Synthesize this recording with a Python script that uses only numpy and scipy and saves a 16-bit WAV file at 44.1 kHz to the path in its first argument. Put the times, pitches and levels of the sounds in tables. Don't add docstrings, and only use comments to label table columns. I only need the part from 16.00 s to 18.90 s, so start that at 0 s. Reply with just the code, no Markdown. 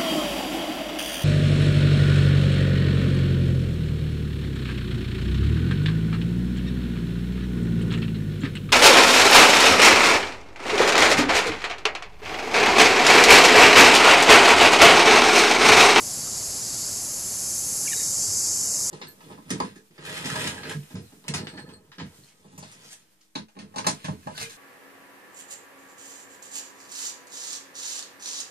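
import sys
import numpy as np
from scipy import signal
from scipy.fft import rfft, irfft, next_fast_len
from scipy.io import wavfile
from scipy.ndimage import uniform_filter1d, map_coordinates

SR = 44100
rng = np.random.default_rng(int(sys.argv[2]) if len(sys.argv) > 2 else 0)


def volts(x):
    e = np.asarray(x, float) / 20
    return 10 ** e


def unload_audio(sound):
    columns = np.transpose(np.atleast_2d(sound))
    steps = np.round(np.clip(columns, -1, 1) * 32767)
    wavfile.write(sys.argv[1], SR, steps.astype(np.int16))


N = 127890


def unit(x):
    return x / np.sqrt(np.mean(x ** 2) + 1e-20)


def along(points, hz):
    f, v = np.transpose(points)
    return volts(np.interp(np.log(hz + 1), np.log(f + 1), v, left=-120, right=-120))


def level(rows):
    s, db = np.transpose(rows)
    return volts(np.interp(np.arange(N) / SR, s, db))


def wobble(rate):
    knots = rng.standard_normal(int(N * 40 / SR) + 4)
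    return map_coordinates(knots, [np.arange(N) * min(rate, 40) / SR])


def filtered(x, response):
    m = next_fast_len(N + SR // 2)
    return irfft(rfft(x, m) * response(np.fft.rfftfreq(m, 1 / SR)), m)[..., :N]


def clicks(rate_hz, jitter, drift):
    size_db = 3
    turns = np.cumsum(rate_hz * (1 + drift * wobble(3))) / SR + rng.random()
    chance = rng.standard_normal((2, 6000))
    k = np.arange(1, int(turns[-1]))
    at = np.interp(k + jitter * chance[0, k], turns, np.arange(N))
    at = np.clip(at, 8, N - 9)
    taps = at.astype(int)[:, None] + np.arange(-7, 9)
    offset = taps - at[:, None]
    shape = np.sinc(offset) * np.cos(np.pi * offset / 18) ** 2
    size = volts(size_db * chance[1, k])[:, None]
    return np.bincount(taps.ravel(), (shape * size).ravel(), N)


def trees(x, echo_db):
    t60_s = 0.45
    t = np.arange(SR // 2) / SR
    tail = rng.standard_normal(len(t)) * volts(-60 * t / t60_s)
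    return x + volts(echo_db) * signal.fftconvolve(x, tail / np.linalg.norm(tail))[:N]


def insect(waver_db):
    rate_hz = 327.6 * np.exp(0.35 * rng.standard_normal())
    return volts(waver_db * wobble(5.84)) * clicks(rate_hz, jitter=0.0401, drift=0.006)


def chorus(body, swell, waver_db, count):
    # centre in Hz, lift in dB.
    sacs = [(4430, 5), (4688, 2), (4803, 5), (5105, 4), (5340, 7), (5510, 5), (5636, 3), (5990, 5),
            (6209, 3), (6440, 5), (6930, 3), (7360, 4), (7965, 2), (8879, 2)]
    sac_width_hz, gust_db = 26, 0.2
    crowd = np.zeros(N)
    for _ in range(count):
        singers = insect(waver_db) + insect(waver_db) + insect(waver_db)
        crowd += trees(singers, 2)

    def response(f):
        lift_db = sum(db * sac_width_hz ** 2 / ((f - hz) ** 2 + sac_width_hz ** 2) for hz, db in sacs)
        return along(body, f) * volts(lift_db)

    return level(swell) * volts(gust_db * wobble(8.14)) * unit(filtered(crowd, response))


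def low_species():
    # time in seconds, level in dB.
    swell = [(0.0, -32.5), (0.48, -31.5), (1.26, -31.5), (1.53, -29), (1.66, -30), (2.13, -26),
             (2.19, -26.5), (2.21, -26), (2.29, -27.5), (2.4, -24.5), (2.41, -25.5), (2.9, -26)]
    # frequency in Hz, gain in dB.
    body = [(3180, -55), (5400, -9.5), (5750, -11.5), (5820, -7), (6210, -2.5), (7320, 0.5), (7620, -1.5),
            (8520, -9), (9800, -16), (12700, -21), (21600, -120)]
    return chorus(body, swell, waver_db=1.1, count=5)


def high_species():
    # time in seconds, level in dB.
    swell = [(0.0, -31), (0.02, -35.5), (0.25, -37.5), (0.26, -39), (0.6, -37), (0.61, -38.5),
             (1.82, -32.5), (2.29, -37), (2.3, -37), (2.9, -35)]
    # frequency in Hz, gain in dB.
    body = [(5290, -27), (9000, -7), (9680, -6), (10500, -.5), (11300, -3), (12000, -12.5), (12700, -19),
            (16500, -22.5)]
    return chorus(body, swell, waver_db=0.8, count=4)


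def deep_singers():
    # time in seconds, level in dB.
    swell = [(0.0, -40.5), (0.61, -37), (0.99, -39), (1.03, -42), (2.47, -40), (2.71, -44.5), (2.76, -41),
             (2.89, -42.5), (2.9, -35)]
    # frequency in Hz, gain in dB.
    body = [(2000, -21), (3400, -18.5), (3590, -17), (3890, -8), (4150, -6), (4720, 2), (5800, -2),
            (7540, -24), (12800, -120)]
    return chorus(body, swell, waver_db=1, count=5)


def near_singer():
    # time in seconds, level in dB.
    song = [(0, -38.5), (1.3, -83), (1.9, -40), (2.3, -34.5), (2.9, -35.5)]
    # frequency in Hz, gain in dB.
    body = [(4100, -43), (4700, -5), (5340, -3), (6400, -7), (7500, -7), (8200, -42)]
    buckling = trees(clicks(520, jitter=0.018, drift=0.001924), 2)
    ringing = unit(filtered(buckling, lambda f: along(body, f)))
    return level(song) * volts(1.5 * wobble(6.37)) * ringing


def traffic():
    # frequency in Hz, gain in dB.
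    colour = [(12, -30), (20, -3), (38, -6), (126, 0.5), (487, -6), (608, -6.5), (1680, -15), (3280, -17),
              (4000, -17), (5200, -52), (8800, -120)]
    # time in seconds, level in dB.
    strength = [(0.0, -43), (1.58, -44.5), (1.61, -46.5), (1.65, -44.5), (2.16, -44), (2.27, -44),
                (2.37, -44.5), (2.9, -43.5)]
    mains_hz, mains_db = 116, -57
    rumble = unit(filtered(rng.standard_normal(N), lambda f: along(colour, f)))
    road = rumble * level(strength) * volts(0.2 * wobble(4.75))
    mains = np.sin(2 * np.pi * mains_hz * np.arange(N) / SR)
    return road + volts(mains_db + 0.5 * wobble(4)) * mains


def twigs():
    # centre time in seconds, centre in Hz, length in seconds, level in dB.
    ticks = [
        (.27, 1200, .035, -51),
        (.609, 11500, .0015, -40),
        (.914, 14600, .004, -42),
        (.888, 1500, .004, -50),
        (2.28, 95, .08, -45),
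        (1.91, 2400, .045, -47),
        (2.0, 2000, .05, -51),
    ]
    width = 0.22
    t = np.arange(N) / SR
    out = np.zeros(N)
    for s, hz, length, db in ticks:
        noise = filtered(rng.standard_normal(N), lambda f: np.exp(-(np.log((f + 1) / hz) / width) ** 2))
        out += volts(db) * np.exp(-((t - s) / length) ** 2) * unit(noise)
    return out


def bird():
    # start in seconds, start Hz, end Hz, length in seconds, level in dB.
    notes_sung = [(1.849, 1750, 1650, .012, -46), (1.865, 1750, 1650, 0.0083, -39),
                  (1.869, 3000, 2490, 0.011, -36.5), (1.876, 2500, 2110, 0.011, -32),
                  (1.884, 3350, 3300, .014, -44), (1.902, 2450, 2220, 0.0154, -40.5),
                  (1.914, 1950, 1820, 0.012, -38), (1.906, 3776, 3800, 0.048, -41.5),
                  (1.925, 2950, 2830, 0.011, -37.5), (1.928, 1900, 1577, 0.0138, -32),
                  (1.949, 3914, 3737, .072, -42), (2.015, 3730, 3740, .12, -52),
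                  (1.998, 1800, 1680, 0.0083, -43), (2.014, 1750, 1720, 0.02, -48)]
    trill_hz, trill_depth = 110, 0.65
    out, t = np.zeros(N), np.arange(N) / SR
    trill_phase = 2 * np.pi * np.cumsum(trill_hz * (1 + 0.298 * wobble(40))) / SR
    trill = 1 + trill_depth * np.sin(trill_phase)
    for s, a_hz, b_hz, length, db in notes_sung:
        u = np.clip((t - s) / length, 0, 1)
        glide = 2 * np.pi * np.cumsum(a_hz * (b_hz / a_hz) ** u) / SR
        note = volts(db) * np.sin(np.pi * u) ** 0.83 * np.sin(glide)
        out += note * (trill if length > 0.03 else 1)
    hoarse = 1 + 0.35 * unit(filtered(rng.standard_normal(N), lambda f: f < 300))
    return trees(out * hoarse, -10)


def scene():
    bugs = low_species() + high_species() + deep_singers() + near_singer()
    return np.tile(bugs + traffic() + twigs() + bird(), (2, 1))


def masked_thinning(x):
    mask_db, scatter_db, floor = -32.3, 4, 0.04
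    mask_from_hz, steady_mask_hz = 2400, 12000
    keep_db = -8
    hz, _, z = signal.stft(x, SR, nperseg=2048, noverlap=1536)
    power = uniform_filter1d(abs(z) ** 2, size=16, axis=0)
    power = uniform_filter1d(power, size=4, axis=1)
    patches = uniform_filter1d(rng.standard_normal(z.shape), size=8, axis=0)
    patches = uniform_filter1d(patches, size=5, axis=1)
    field = volts(2 * scatter_db * unit(patches))
    loudest = uniform_filter1d(power.max(0), size=12)
    masker = np.where((hz > steady_mask_hz)[:, None], np.median(loudest), loudest)
    masked = masker * volts(2 * mask_db) * field * (hz > mask_from_hz)[:, None]
    step = np.maximum(masked, power * volts(2 * keep_db))
    strong_line = 1 + (step / (abs(z) ** 2 + 1e-20)) ** 2
    strong_patch = 1 + (masked / (power + 1e-20)) ** 3
    keep = floor + (1 - floor) / strong_line / strong_patch
    return signal.istft(z * keep, nperseg=2048, noverlap=1536)[1][:N]


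def top_cut(x):
    return signal.sosfilt(signal.butter(12, 15500, fs=SR, output="sos"), x)


def record(dry):
    # centre time in seconds, low Hz, high Hz, dB over
    fills = [(0.627, 6300, 7600, 0), (.628, 9100, 10400, -3), (.628, 11100, 12500, -3),
             (.837, 8140, 10500, -8), (1.371, 5170, 6300, -5), (1.371, 10300, 12500, -2),
             (2.183, 7000, 8160, 0.5), (2.369, 4570, 5800, -4), (2.555, 5770, 6750, -3),
             (2.625, 6800, 8400, -5), (2.625, 10300, 12500, -3)]
    fill_s, fill_takes = 0.031, 0.26
    mono = masked_thinning(filtered(dry[0], lambda f: f < 15480))
    t = np.arange(N) / SR
    out = np.tile(mono, (2, 1))
    for s, lo_hz, hi_hz, db in fills:
        gate = np.sin(np.pi / 2 * np.clip(2.1 * (1 - abs(t - s) / (fill_s / 2)), 0, 1)) ** 2
        inside = filtered(mono, lambda f: (f > lo_hz) & (f < hi_hz))
        side = volts(db) * np.roll(inside, SR // 10)
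        out = out + gate * (np.array([side, -side]) - fill_takes * inside)
    return top_cut(out)


dry = scene()
out = record(dry)
unload_audio(out)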